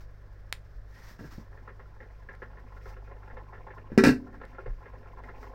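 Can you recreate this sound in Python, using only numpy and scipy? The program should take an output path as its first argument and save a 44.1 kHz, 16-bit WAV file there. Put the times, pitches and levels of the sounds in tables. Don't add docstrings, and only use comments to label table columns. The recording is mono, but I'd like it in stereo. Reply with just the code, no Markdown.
import sys
import numpy as np
from scipy import signal
from scipy.fft import rfft, irfft, next_fast_len
from scipy.io import wavfile

SR = 44100
rng = np.random.default_rng(int(sys.argv[2]) if len(sys.argv) > 2 else 0)


def to_wav(s):
    ch = np.atleast_2d(s).T
    pcm = np.round(np.clip(ch, -1, 1) * 32767)
    wavfile.write(sys.argv[1], SR, pcm.astype(np.int16))


N = 244358
TIME_S = np.arange(N) / SR

# freq_hz, correlation
COHERENCE = [(60, 0.73), (130, 0.78), (290, 0.91), (640, 0.27), (1400, 0), (3000, 0), (15000, 0)]
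# freq_hz, left_minus_right_db
ROOM_BALANCE = [(60, 2.0), (110, 2.5), (200, 13), (380, 1.5), (700, -3), (1290, -12), (2380, -13),
                (4400, -21), (8120, 12), (15000, 11)]
ARM_BALANCE = [(60, 9), (110, 6.5), (200, 11), (380, 5), (700, -3), (1290, -10.5), (2380, -13), (4400, -18),
               (8120, -19), (15000, -2.5)]
PAN_BALANCE = [(60, 0), (110, -4), (200, 12.5), (380, 0), (700, -0.5), (1290, -7.5), (2380, -13.5),
               (4400, -9), (8120, 2), (15000, -2)]
LID_BALANCE = [(60, 14), (110, -0.5), (200, 3), (380, 2), (700, -1.5), (1290, -8.5), (2380, -4),
               (4400, -11), (8120, -2.5), (15000, 0.5)]
# freq_hz, level_db
ROOM_SPECTRUM = [(20, 2.5), (50, -2), (70, -6.5), (130, -13.5), (270, -25.5), (600, -20.5), (900, -32.5),
                 (1700, -25.5), (2600, -43), (5200, -46.5), (7000, -55.5), (10000, -59.5), (14500, -57)]
# pitch_hz, level_db
HUM_PARTIALS = [(49.4, -51.5), (99.6, -56), (149.5, -66.5)]
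# centre_s, level_db, pitch_hz, length_s
HAND_BUMPS = [(0.781, -31.5, 44.2, 0.043), (2.888, -37.5, 48, 0.052), (4.683, -38.5, 108, 0.039),
              (4.714, -27, 31.3, 0.072)]
# peak_s, level_db, attack_s, release_s
SLEEVE_STROKES = [(.008, -54.5, 0.0033, 0.024), (.95, -60, 0.083, .11), (1.111, -52, 0.093, 0.04),
                  (1.195, -54.5, 0.008, 0.14), (1.329, -52, 0.046, 0.057), (2.892, -56.5, 0.07, 0.044),
                  (5.42, -59, 0.079, 0.095)]
# freq_hz, level_db
SLEEVE_SPECTRUM = [(500, -17), (900, -5), (1400, -3), (1850, -3), (2200, -10), (2800, -15.5), (4000, -14.5),
                   (5400, -9.5), (6800, -19), (8200, -24), (10000, -29), (14000, -20.5)]
# start_s, level_db
BANGLE_TICKS = [(0.5265, -10.5), (2.352, -48), (4.453, -43), (5.237, -51)]
# pitch_hz, level_db, t60_s
BANGLE_MODES = [(2230, 0, 0.0029), (3680, 4.5, 0.0011), (7050, -13.5, 0.0036), (8730, -18.5, 0.0081),
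                (11800, -15, 0.00079)]
# start_s, pop_db, pop_hz, gulp_db, gulp_hz
BIG_PLOPS = [(1.528, -47.5, 1660, -58, 583), (1.574, -46.5, 1800, -59, 500),
             (1.676, -41, 1300, -43.5, 1250), (1.689, -45.5, 1660, -45, 420),
             (1.794, -49.5, 1370, -43.5, 930), (2.003, -41.5, 1880, -50, 510), (2.029, -45, 1880, -56, 503),
             (2.288, -35.5, 1730, -68, 500), (2.336, -43, 1790, -53, 585), (2.4194, -32, 1674, -57, 500),
             (2.53, -62, 1540, -49, 875), (2.571, -47, 1780, -53, 505), (2.766, -45.5, 1490, -57, 950),
             (2.856, -41.5, 1420, -43, 555), (2.966, -45, 1400, -49.5, 530), (3.11, -52, 2000, -40, 570),
             (3.30, -45, 1770, -46, 850), (3.369, -41.5, 1780, -39.5, 890), (3.532, -70, 1380, -37, 920),
             (3.575, -47.5, 1420, -52, 505), (3.667, -64, 1370, -36.5, 880), (3.704, -40, 1800, -53, 880),
             (3.775, -43.5, 1477, -51, 490), (4.341, -49, 1510, -41.5, 881),
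             (4.413, -39.5, 1370, -45.5, 856), (4.583, -35.5, 1410, -39, 565), (4.435, -40, 1760, -49, 615),
             (4.659, -42, 1540, -35.5, 428), (4.856, -44, 1670, -42, 574), (4.934, -63, 1310, -46, 630),
             (5.057, -49, 1320, -45.5, 1010), (5.187, -54, 1400, -43, 890), (5.237, -41.5, 1840, -55, 885),
             (5.287, -38.5, 1670, -45, 510), (5.427, -57, 1360, -36.5, 1040)]
# freq_hz, gain_db
SIMMER_SPECTRUM = [(130, -13), (200, -19), (262, -1.5), (340, -7.5), (527, -10), (729, -7), (1000, -2.5),
                   (1200, -10), (1770, -18.5), (2420, -15), (3870, -32.5), (6500, -53)]
# freq_hz, level_db
SPRAY_SPECTRUM = [(300, -2.5), (500, 0.5), (1000, -3), (1800, 5), (2300, -8), (3200, -15), (5000, -24.5),
                  (9000, -64)]
# centre_hz, width_hz, boost_db
PAN_RESONANCES = [(252.6, 53, 13.5), (508, 96, 11.5), (910, 188, 7), (1820, 620, 5.5)]
# start_s, thud_db, ring_db
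LID_TOUCHES = [(1.109, -51.5, -64), (1.191, -41, -45), (1.206, -35, -81), (1.241, -40, -50.5),
               (1.321, -50, -55), (1.378, -38, -91), (3.918, -28.5, -51)]
# start_s, thud_db, ring_db, crack_db
LID_KNOCKS = [(3.977, -10, -25, -26.5), (3.9853, -40, -19.5, -55), (4.0374, -7, -20.5, -19.5),
              (4.0486, -18.5, -15.5, -37), (4.0573, -24, -44, -35), (4.064, -20, -34, -32.5),
              (4.072, -8.5, -25, -35), (4.0809, -20, -32, -36), (4.089, -16, -25, -47),
              (4.099, -46, -37, -61), (4.138, -33, -52, -70)]
# pitch_hz, level_db, t60_s
LOW_TONES = [(141.3, -11.5, 0.38), (222.5, 3.5, .13), (252.2, -5.5, 0.26), (284.7, 1.5, 0.13),
             (385.6, -6, 0.26), (443, -12.5, 0.3), (492, -5.5, 0.11), (532.5, -19, 0.36), (701, -25, 0.26)]
# pitch_hz, level_db, t60_s
RIM_MODES = [(950, -9.5, 0.073), (1134, -11.5, 0.12), (1364, -0.5, 0.16), (1440, -10.5, 0.15),
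             (1550, -1, 0.28), (1649, 0, 0.12), (1731, 3, 0.14), (1940, -1.5, 0.12), (2177, -17, 0.2),
             (2423, -5.5, 0.067), (2713, -8.5, .08), (3690, -14, .05), (4080, -12, .06),
             (4430, -11.5, 0.068), (5205, -4.5, 0.041), (5740, -17, .06)]
# time_s, gain_db
LID_CHOKE = [(4.168, 1), (4.182, -10), (4.5, -4), (4.6, -2.5)]
# freq_hz, level_db
THUD_SPECTRUM = [(50, -4.5), (100, -3), (160, 8.5), (230, -17), (300, 0.5), (500, -9), (700, -17),
                 (1100, -22), (2000, -62)]
# freq_hz, level_db
CRACK_SPECTRUM = [(400, 7), (800, -18), (1500, 14), (2700, 10.5), (3200, -7.5), (4300, 6), (5300, 5.5),
                  (6500, -4), (9000, -4.5), (10000, -14), (11500, -10.5), (15500, -13)]


def from_db(db):
    return 10 ** (np.asarray(db) / 20)


def unit_rms(x):
    return x / np.sqrt(np.mean(x ** 2) + 1e-20)


def at_bins(table, size):
    hz, values = np.transpose(table)
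    return np.interp(np.log(np.fft.rfftfreq(size, 1 / SR) + 1), np.log(hz), values)


def drift(rate_hz, times_s=TIME_S):
    knots = rng.standard_normal(600)
    return np.interp(times_s * rate_hz, np.arange(len(knots)), knots)


def lowpass(x, hz, order=2):
    return signal.sosfilt(signal.butter(order, hz, fs=SR, output="sos"), x + 1e-18)


def highpass(x, hz, order=2):
    return signal.sosfilt(signal.butter(order, hz, "high", fs=SR, output="sos"), x + 1e-18)


def colour(x, spectrum):
    size = next_fast_len(N, True)
    gain = from_db(at_bins(spectrum, size))
    return unit_rms(irfft(rfft(x, size) * gain, size)[..., :N])


def balance(x, table):
    size = next_fast_len(N, True)
    lean_db = at_bins(table, size) / 2
    gain = from_db([lean_db, -lean_db])
    gain /= np.sqrt(np.mean(gain ** 2, axis=0))
    return irfft(rfft(x, size) * gain, size)[:, :N]


def diffuse(size=N):
    padded = next_fast_len(size, True)
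    mid, side = rfft(rng.standard_normal((2, padded)))
    alike = at_bins(COHERENCE, padded)
    mid, side = mid * np.sqrt(1 + alike), side * np.sqrt(1 - alike)
    return unit_rms(irfft([mid + side, mid - side], padded)[:, :size])


def echoes(x, t60_s, gap_s):
    t = TIME_S[:SR // 2]
    onset = np.clip(t / gap_s - 1, 0, 1)
    response = unit_rms(diffuse(len(t)) * from_db(-60 * t / t60_s) * onset) / np.sqrt(len(t))
    return signal.fftconvolve(np.atleast_2d(x), response, axes=-1)[:, :N]


def clicks(times_s, levels_db):
    out = np.zeros(N)
    out[np.round(times_s * SR).astype(int)] = from_db(levels_db)
    return out


def ring(force, hz, t60_s):
    radius, angle = from_db(-60 / (t60_s * SR)), 2 * np.pi * hz / SR
    return signal.lfilter([0, np.sin(angle)], [1, -2 * radius * np.cos(angle), radius ** 2], force + 1e-18)


def decay(force, t60_s):
    return signal.lfilter([1], [1, -from_db(-60 / (t60_s * SR))], force + 1e-18)


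def room_air():
    return balance(from_db(-49.5) * colour(diffuse(), ROOM_SPECTRUM), ROOM_BALANCE)


def hob():
    hum = np.zeros(N)
    for hz, db in HUM_PARTIALS:
        amplitude = np.sqrt(2) * from_db(db + 2 * drift(1.99))
        hum += amplitude * np.sin(2 * np.pi * hz * TIME_S + 0.33 * drift(2.7))
    return balance(hum, ROOM_BALANCE)


def handling():
    thumps = np.zeros(N)
    for centre_s, db, hz, length_s in HAND_BUMPS:
        t = TIME_S - centre_s
        thumps += from_db(db) * np.exp(-(2 * t / length_s) ** 2) * np.sin(2 * np.pi * hz * t)
    return thumps


def sleeve(rest_db=-72, flicker_db=2.66):
    power = from_db(rest_db) ** 2
    for peak_s, db, attack_s, release_s in SLEEVE_STROKES:
        width_s = np.where(TIME_S < peak_s, attack_s, release_s)
        power += from_db(db) ** 2 * np.exp(-2 * abs((TIME_S - peak_s) / width_s) ** 1.28)
    envelope = np.sqrt(power) * from_db(flicker_db * drift(60))
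    return balance(colour(diffuse(), SLEEVE_SPECTRUM) * envelope, ARM_BALANCE)


def bangles():
    force = clicks(*np.transpose(BANGLE_TICKS))
    modes = sum(from_db(db) * ring(force, hz, t60_s) for hz, db, t60_s in BANGLE_MODES)
    tick = highpass(modes, 1100, order=1)
    direct = from_db([[-30], [1]]) * tick
    reflected = from_db([[-22], [-14]]) * echoes(tick, t60_s=0.15, gap_s=0.00019)
    return reflected - direct


def grip(start_s=0.91, end_s=1.14, fade_s=0.033, centre_hz=1860, width_hz=190):
    band = signal.iirpeak(centre_hz, centre_hz / width_hz, fs=SR)
    friction = unit_rms(signal.lfilter(*band, diffuse()))
    pressure = np.clip(np.minimum(TIME_S - start_s, end_s - TIME_S) / fade_s, 0, 1)
    return balance(friction * from_db(-60.5 + 1.6 * drift(45.1)) * pressure, ARM_BALANCE)


def lid_loss_db(times_s, closed_db=11, lift_s=1.05, length_s=1.71):
    return closed_db * (1 - np.clip((times_s - lift_s) / length_s, 0, 1))


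def bubbles(times_s, levels_db, pitches_hz, t60_cycles, rise):
    out = np.zeros(N + SR)
    for start_s, db, hz in zip(times_s, levels_db, pitches_hz):
        cycles = TIME_S[:int(t60_cycles / hz * SR) + 1] * hz
        age = cycles / t60_cycles
        envelope = (1 - np.exp(-cycles ** 2)) * from_db(db - 60 * age)
        start = int(start_s * SR)
        out[start:start + len(age)] += envelope * np.sin(2 * np.pi * cycles * (1 + rise * age))
    return out[:N]


def simmer(count=2000, swell_db=3.5):
    when, size, pitch = rng.random((count, 3)).T
    small = bubbles(when * TIME_S[-1], 12 * size, 230 * 16 ** pitch, t60_cycles=8.3, rise=0.034)
    gain = from_db(-67 + swell_db * drift(5.047) - lid_loss_db(TIME_S))
    return colour(np.diff(small, prepend=0), SIMMER_SPECTRUM) * gain


def spray(bursts, drops_per_s=2500):
    droplets = rng.standard_normal(N) * (rng.random(N) < drops_per_s / SR)
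    return from_db(-16) * colour(droplets, SPRAY_SPECTRUM) * decay(lowpass(bursts, 200), t60_s=0.09)


def lesser_plops(count=120, rate_hz=11, mean_db=-52, spread_db=3):
    when, pop_pitch, gulp_pitch = rng.random((count, 3)).T
    start_s = (np.arange(count) + when) / rate_hz
    pop_db, gulp_db = rng.normal(mean_db, spread_db, (count, 2)).T - lid_loss_db(start_s)
    pop_hz = np.interp(pop_pitch, [0, 1], [1245, 1853])
    gulp_hz = np.interp(gulp_pitch, [0, 1], [442, 1010])
    return np.transpose([start_s, pop_db, pop_hz, gulp_db, gulp_hz])[start_s < TIME_S[-1]]


def splutter(times_s, levels_db, pitches_hz, t60_cycles, span_s, scatter, after_db, count=5):
    delay, detune = np.transpose(rng.random((len(times_s), count, 2)), (2, 0, 1))
    trail_s = times_s[:, None] + span_s * (np.arange(count) + delay) / count
    trail_db = levels_db[:, None] + after_db - 9 * np.arange(count) / count
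    trail_hz = pitches_hz[:, None] * np.exp(scatter * (2 * detune - 1))
    trail = bubbles(trail_s.ravel(), trail_db.ravel(), trail_hz.ravel(), t60_cycles, rise=0.024)
    return bubbles(times_s, levels_db, pitches_hz, t60_cycles, rise=0.013) + trail


def pan(x):
    for hz, width_hz, boost_db in PAN_RESONANCES:
        band = signal.lfilter(*signal.iirpeak(hz, hz / width_hz, fs=SR), x)
        x = x + (from_db(boost_db) - 1) * band
    early = echoes(x, t60_s=0.035, gap_s=0.0012)
    late = echoes(x, t60_s=0.092, gap_s=0.013)
    return from_db(-2.5) * x + early + from_db(-9) * late


def sauce():
    start_s, pop_db, pop_hz, gulp_db, gulp_hz = np.vstack([BIG_PLOPS, lesser_plops()]).T
    pops = splutter(start_s, pop_db + 1, pop_hz,
                    t60_cycles=20.4, span_s=0.027, scatter=0.2, after_db=-6)
    gulps = splutter(start_s, gulp_db + 6.5, gulp_hz,
                     t60_cycles=6.56, span_s=0.021, scatter=0.47, after_db=-3)
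    plops = lowpass(highpass(pops + gulps, 457), 4050, order=4)
    bursts = clicks(start_s, pop_db) + clicks(start_s, gulp_db - 2.5)
    return balance(pan(plops + spray(bursts) + simmer()), PAN_BALANCE)


def lid_ring(tones, force, spread_db, split):
    out, active = np.zeros(N), np.flatnonzero(abs(force) > 1e-9)
    for hz, db, t60_s in tones:
        drive = np.zeros(N)
        drive[active] = force[active] * from_db(db + spread_db * drift(36, TIME_S[active]))
        out += (ring(drive, hz * (1 - split), t60_s) + ring(drive, hz * (1 + split), t60_s)) / 2
    return out * from_db(np.interp(TIME_S, *np.transpose(LID_CHOKE)))


def lid():
    knock_s, thud_db, ring_db, crack_db = np.transpose(LID_KNOCKS)
    touch_s, touch_thud_db, touch_ring_db = np.transpose(LID_TOUCHES)
    touch = lowpass(clicks(touch_s, touch_thud_db), 206)
    weight = clicks(knock_s, thud_db) + touch
    low_force = highpass(lowpass(weight, 517), 217)
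    low = from_db(-6.5) * lid_ring(LOW_TONES, low_force, spread_db=5.5, split=0.00088)
    rim_force = clicks(knock_s, ring_db) + lowpass(clicks(touch_s, touch_ring_db), 3600)
    rim = from_db(-5.5) * lid_ring(RIM_MODES, rim_force, spread_db=3.5, split=0.0049)
    thud_force = from_db(-14) * lowpass(weight, 440) + from_db(-9.5) * touch
    thud = colour(diffuse(), THUD_SPECTRUM) * decay(thud_force, t60_s=0.15)
    scuff = lowpass(clicks(knock_s, crack_db), 340)
    crack_envelope = from_db(1) * decay(scuff, t60_s=0.016) + from_db(-4) * decay(scuff, t60_s=0.17)
    crack = colour(diffuse(), CRACK_SPECTRUM) * crack_envelope
    room = from_db(-23.5) * echoes(low, t60_s=0.89, gap_s=0.025)
    tiles = from_db(-1) * echoes(rim, t60_s=0.14, gap_s=0.00062)
    return balance(from_db(-6) * rim - low + thud + crack + room + tiles, LID_BALANCE)


def scene():
    return sauce() + lid() + grip() + bangles() + sleeve() + handling() + hob() + room_air()


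def record(dry):
    ceiling, stopband_hz = 0.85, 16800
    top_cut = signal.cheby2(16, 70, stopband_hz, fs=SR, output="sos")
    return signal.sosfilt(top_cut, ceiling * np.tanh(dry / ceiling))


dry = scene()
out = record(dry)
to_wav(out)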